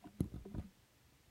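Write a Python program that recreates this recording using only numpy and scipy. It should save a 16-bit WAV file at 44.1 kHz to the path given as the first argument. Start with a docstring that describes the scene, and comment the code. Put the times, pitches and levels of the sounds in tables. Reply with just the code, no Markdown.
"""A hand-held camera body takes one firm knock and a few lighter bumps, close up in a quiet room.
Each hit is a soft thud that sags in pitch, with a weak body ring and a low shudder; the firmer
knocks leave a low ring near 200 Hz, and a loose part inside adds bright ticks. Something hollow
nearby is tapped and rings, with a low hum that swells and fades. Underneath, the shifting hand
rumbles and rubs over a bed of hiss and lumpy bass."""
import sys
import numpy as np
from scipy.fft import rfft, irfft, next_fast_len
from scipy.io import wavfile
from scipy.ndimage import map_coordinates

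SR = 44100
rng = np.random.default_rng(int(sys.argv[2]) if len(sys.argv) > 2 else 0)


def to_wav(sig):
    """Store sig (one row per channel, or 1-D mono) as 16-bit WAV at the path in sys.argv[1].

    Samples outside -1..1 are clipped; the rate is SR.
    """
    pcm = np.clip(np.atleast_2d(sig), -1, 1) * 32767
    pcm = np.round(pcm).astype(np.int16)
    wavfile.write(sys.argv[1], SR, pcm.T)  # frames by channels


N = 57330

# Hits on the camera body: t/s, level/dB, thud stretch/x (slower and deeper), tail against thud/dB
BODY_HITS = [(0.064, -49, 0.88, -22), (0.2048, -23, 0.82, -14), (0.236, -39.5, 1.26, -21),
             (0.2562, -47, 1.07, -2), (.317, -56.5, 0.68, 1), (0.3387, -39, 1.05, -7.5),
             (.358, -39.5, 0.97, -7.5), (.377, -48.5, 2.03, -12), (0.407, -51.5, 2.84, -3),
             (0.511, -56.5, 1.2, -10), (.542, -40.5, 0.99, 0), (0.562, -44, 1.06, 6),
             (.571, -49, 0.99, -16), (.581, -35, 0.85, -3.5), (0.594, -40, 2.21, -28), (0.635, -66, 2.1, 9),
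             (0.789, -67, 2, -16), (1.121, -63.5, 1.02, -10), (1.2, -63.5, 1.52, -20),
             (1.275, -62, 2.15, -17)]
# Ring of the body: f/Hz, level/dB, t60/s
BODY_MODES = [(167, -37, 0.18), (351, -14, 0.041), (510, -23, 0.0083), (666, -38.5, 0.075),
              (1257, -23.5, 0.024)]
# Tone of the loose, low rattle after a hit: f/Hz, level/dB
SHUDDER_EQ = [(30, -34), (70, -7.5), (200, 6.5), (350, -9), (600, -16), (1200, -36), (3000, -87)]
# Ticks of the loose part: t/s, level/dB, trim on its lower modes and crack/dB
TICK_HITS = [(.0917, -70, -16.5), (0.2052, -44.5, -3), (.2423, -62, -3.5), (.257, -70, -10),
             (0.3413, -68, 3), (0.3599, -65, -3), (0.563, -70.5, -16), (0.581, -68.5, 3), (0.596, -69, -23),
             (.640, -71, -18.5)]
# High ping of a tick: f/Hz, level/dB, t60/s
PING_MODES = [(11210, -16.5, 0.016), (11181, -1, 0.016), (11550, -7, 0.0074)]
# Duller ring under the ping: f/Hz, level/dB, t60/s
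TICK_MODES = [(2027, -4.5, 0.022), (2690, -35, 0.0117), (4020, 1, 0.012), (6550, -4, 0.011),
              (9170, -3, .012), (13270, -2, 0.0072)]
# Hollow taps, plus the low 200 Hz ring following the firmer camera knocks (at 0.2212 and 0.584 s):
# t/s, level/dB, centre f/Hz, distance from centre to -6 dB/octaves
TAPS_AND_KNOCK_RINGS = [(.024, -60, 782, 0.22), (.039, -44.5, 821, 0.26), (.041, -68, 2740, 0.9),
                        (.046, -45, 291.7, 0.102), (.055, -45.5, 304, 0.1), (.068, -60, 335, 0.36),
                        (.070, -58, 1110, 1.5), (.078, -60, 720, 0.18), (0.049, -69, 1820, .2),
                        (0.2212, -39.5, 202, 0.38), (.242, -56, 1073, 0.14), (.244, -46.5, 330, 0.38),
                        (.275, -54, 200, .4), (0.3613, -58, 1220, 0.38), (.319, -50, 470, 0.26),
                        (.341, -65.5, 630, 1.65), (.3405, -48, 4270, 0.25), (.361, -53, 3580, 0.23),
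                        (.582, -52, 3600, 0.24), (.3605, -61.5, 760, 0.48), (.385, -85, 710, 1.2),
                        (.449, -54, 587.4, 1.1), (.455, -38.5, 408.6, 0.19), (.466, -53, 362, 0.23),
                        (.513, -63, 476, 1.1), (.546, -51, 870, 1.6), (.548, -49, 587, 0.31),
                        (.556, -46, 384, .3), (.566, -46.5, 268, 0.52), (0.584, -41.5, 200, 0.2),
                        (.581, -58, 990, 3.5), (.592, -53, 660, 0.36), (.612, -66.5, 502, 1.8),
                        (.62, -54.5, 1244, 0.19), (.634, -57, 1280, 0.167)]
# Hollow ring shared by the taps and the knock rings: f/Hz, level/dB, t60/s
HOLLOW_MODES = [(198.3, -0.5, .11), (304.5, 1.5, 0.079), (387.4, -6, 0.14), (449, -10, 0.052),
                (577, 2.5, 0.046), (714.5, 4, 0.051), (961, -6.5, 0.076), (1017, -3, 0.038),
                (1237.9, -8, 0.059), (1468, 6.5, 0.019), (1750, -15, 0.069), (2730, -5.5, 0.015),
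                (3546, -6.5, 0.025), (4200, -15, 0.011)]
# Pitch and level curves of the hum, one list per swell: t/s, f/Hz, level/dB
HUM_SWELLS = [
    [(0.02, 199, -67), (0.04, 209, -67.5), (0.068, 187, -63), (0.096, 196.3, -66.5), (0.134, 204, -73),
     (0.144, 212, -63.5), (0.19, 203, -66), (0.2, 207, -34)],
    [(0.44, 205.3, -58), (0.448, 203, -68), (0.458, 208.5, -54.5), (0.486, 186.4, -53), (0.5, 207, -56.5),
     (0.54, 212, -53.5)],
    [(0.61, 208, -63), (0.622, 213, -56), (0.636, 219, -68.5), (0.644, 205.4, -53.5), (0.666, 190.3, -53.5),
     (0.73, 185.7, -84.5)],
]
# Envelope of the grip rumble: t/s, level/dB
GRIP_ENVELOPE = [(0.0, -73.5), (0.168, -67), (0.32, -60.5), (0.42, -71.5), (0.472, -64.5), (0.648, -90),
                 (0.74, -105)]
# Tone of the grip rumble: f/Hz, level/dB
GRIP_EQ = [(20, -37), (40, -5.5), (65, -7.5), (110, -7), (200, -24), (400, -25.5), (900, -52)]
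# Envelope of the hand rub: t/s, level/dB
RUB_ENVELOPE = [(0.0, -86), (0.012, -79.5), (0.074, -72), (0.09, -101), (0.184, -77), (0.208, -65.5),
                (0.218, -87), (0.528, -85), (0.548, -71.5), (0.558, -84), (0.596, -72), (0.606, -76),
                (0.632, -78), (0.688, -92), (0.698, -86), (0.72, -90)]
# Tone of the hand rub: f/Hz, level/dB
RUB_EQ = [(200, -31.5), (450, -4), (800, -5), (2000, -5), (3200, -9), (6000, -23.5), (10600, -18.5),
          (11250, -24), (11900, -27), (15900, -46)]
# Room tone and microphone hiss: f/Hz, level/dB
ROOM_EQ = [(15, -61), (25, -16), (43, -0.5), (123, 1.5), (144, -6), (307, -9), (342, -12), (381, -13),
           (527, -14), (672, -15.5), (1350, -19), (2030, -17.5), (15800, -28.5)]

THUD_START_HZ, THUD_END_HZ = 283, 58.8  # before each hit's stretch
SAG_S, SWELL_S, TAIL_T60_S = 0.0061, 0.0022, 0.22  # likewise
BODY_RISE_S, TICK_RISE_S, HOLLOW_RISE_S, HUM_FADE_S = 0.00072, 0.00057, 0.0029, 0.0072
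SHUDDER_DB, SHUDDER_T60_S, CRACK_T60_S = -19, 0.2, 0.011
GRIT_PER_S, GRIT_DB = 800, 5
ROOM_DB, LUMPS_PER_S, LUMP_DB, LUMP_BELOW_HZ = -69, 25, 3, 254
LOW_CUT_HZ, HIGH_CUT_HZ = 33.6, 15900
DIP_HZ, DIP_WIDTH_HZ, DIP_DB = 10500, 670, -2.5


def body_bumps():
    """Each hit on the body: a soft thud that sags in pitch, a weak ring and a shudder after it."""
    out, shudder_envelope = np.zeros(N + SR), np.zeros(N + SR)
    for start, db, stretch, tail_db in BODY_HITS:
        t = np.arange(SR // 4) / SR / stretch
        settled = 1 - np.exp(-(t / SAG_S) ** 2)
        hz = (THUD_START_HZ + (THUD_END_HZ - THUD_START_HZ) * settled) / stretch
        punch = (np.e * t / SWELL_S / 2) ** 2 * np.exp(-t / SWELL_S)  # peaks at 1
        tail = amp(tail_db - 60 * t / TAIL_T60_S) * settled
        thud = -(punch + tail) * np.sin(2 * np.pi * np.cumsum(hz) / SR)
        add(out, start, amp(db) * (thud + ring(BODY_MODES, BODY_RISE_S, scatter_db=2.5)))
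        add(shudder_envelope, start, amp(db + SHUDDER_DB - 60 * t / SHUDDER_T60_S) * settled)
    return out[:N] + shudder_envelope[:N] * noise(SHUDDER_EQ)


def loose_part_ticks():
    """The loose part ticks inside: a high ping over duller modes and a short crack of noise."""
    t, out = np.arange(SR // 4) / SR, np.zeros(N)
    crack_envelope = amp(-60 * t / CRACK_T60_S) * (1 - np.exp(-t / TICK_RISE_S))
    for start, db, trim_db in TICK_HITS:
        crack = crack_envelope * rng.standard_normal(len(t))
        ping = ring(PING_MODES, TICK_RISE_S, scatter_db=3)
        dull_ring = ring(TICK_MODES, TICK_RISE_S, scatter_db=1.5)
        add(out, start, amp(db) * (ping + amp(trim_db) * (crack + dull_ring)))
    return out


def taps_and_knock_rings():
    """Hollow taps and the low ring after the firmer knocks, each favouring modes near its pitch."""
    out = np.zeros(N)
    for start, db, centre_hz, width in TAPS_AND_KNOCK_RINGS:
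        modes = []
        for hz, mode_db, t60 in HOLLOW_MODES:
            rolloff_db = 6 * (np.log2(hz / centre_hz) / width) ** 2
            polarity = rng.choice([-1, 1])  # each mode starts inward or outward
            modes.append((polarity * hz, mode_db - rolloff_db, t60))
        add(out, start, amp(db) * ring(modes, HOLLOW_RISE_S, scatter_db=1.5))
    return out


def hollow_hum():
    """The lowest hollow tone: a wavering sine that swells and fades."""
    t, out = np.arange(N) / SR, np.zeros(N)
    for swell in HUM_SWELLS:
        times, hz, db = np.transpose(swell)
        fade = np.clip(np.minimum(t - times[0], times[-1] - t) / HUM_FADE_S, 0, 1)
        phase = 2 * np.pi * np.cumsum(np.interp(t, times, hz)) / SR
        out += np.sqrt(2) * fade * amp(np.interp(t, times, db)) * np.sin(phase)
    return out


def grip_rumble():
    """Low rumble as the hand shifts its grip."""
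    return envelope(GRIP_ENVELOPE) * noise(GRIP_EQ)


def hand_rub():
    """Rubbing under the moving hand: noise made gritty by a fast level flutter."""
    grit = amp(GRIT_DB * flutter(GRIT_PER_S))
    return envelope(RUB_ENVELOPE) * grit * noise(RUB_EQ)


def room_tone():
    """A bed of steady hiss over bass that comes in lumps."""
    bed = noise(ROOM_EQ)
    bass = filtered(bed, lambda hz: 1 / (1 + (hz / LUMP_BELOW_HZ) ** 4))
    hiss = bed - bass
    lumps = amp(LUMP_DB * flutter(LUMPS_PER_S) - 1.5)
    return amp(ROOM_DB) * (hiss + bass * lumps)


def amp(db):
    """dB to gain."""
    return 10 ** (np.asarray(db) / 20)


def envelope(points):
    """Gain curve through (t/s, level/dB) points, closed after the last."""
    times, db = np.transpose(points)
    return amp(np.interp(np.arange(N) / SR, times, db, right=-120))


def flutter(per_s):
    """Smooth random modulator with per_s new values a second."""
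    points = rng.standard_normal(int(N * per_s / SR) + 4)
    return map_coordinates(points, [np.arange(N) * per_s / SR])


def filtered(x, response):
    """EQ x with a gain given as a function of frequency."""
    size = next_fast_len(N + SR // 2)
    return irfft(rfft(x, size) * response(np.fft.rfftfreq(size, 1 / SR)), size)[..., :N]


def noise(eq):
    """Noise of rms 1, coloured by (f/Hz, level/dB) points."""
    freqs, db = np.transpose(eq)
    white = rng.standard_normal(N)
    x = filtered(white, lambda hz: amp(np.interp(np.log(hz + 1), np.log(freqs + 1), db)))
    return x / np.sqrt(np.mean(x ** 2))


def ring(modes, rise_s, scatter_db):
    """Damped modes after one hit, each a little louder or softer by chance."""
    hz, db, t60 = np.transpose(modes)[:, :, None]
    t = np.arange(SR // 4) / SR
    db = db + scatter_db * rng.standard_normal(db.shape)
    attack = 1 - np.exp(-(t / rise_s) ** 2)
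    return attack * (amp(db - 60 * t / t60) * np.sin(2 * np.pi * hz * t)).sum(0)


def add(out, start, x):
    """Mix x into out at start seconds."""
    out[round(start * SR):][:len(x)] += x


def scene():
    """Mono mix of the camera, the hollow object, the hand and the room."""
    hits = body_bumps() + loose_part_ticks() + taps_and_knock_rings()
    return (hits + hollow_hum() + grip_rumble() + hand_rub() + room_tone())[None]


def record(dry):
    """Microphone EQ: a low cut, a shallow treble dip and a brick-wall high cut."""
    def response(hz):
        low_cut = hz ** 4 / (hz ** 4 + LOW_CUT_HZ ** 4)
        dip = amp(DIP_DB * np.exp(-((hz - DIP_HZ) / DIP_WIDTH_HZ) ** 2))
        return low_cut * dip * (hz < HIGH_CUT_HZ)
    return filtered(dry, response)


dry = scene()
out = record(dry)
to_wav(out)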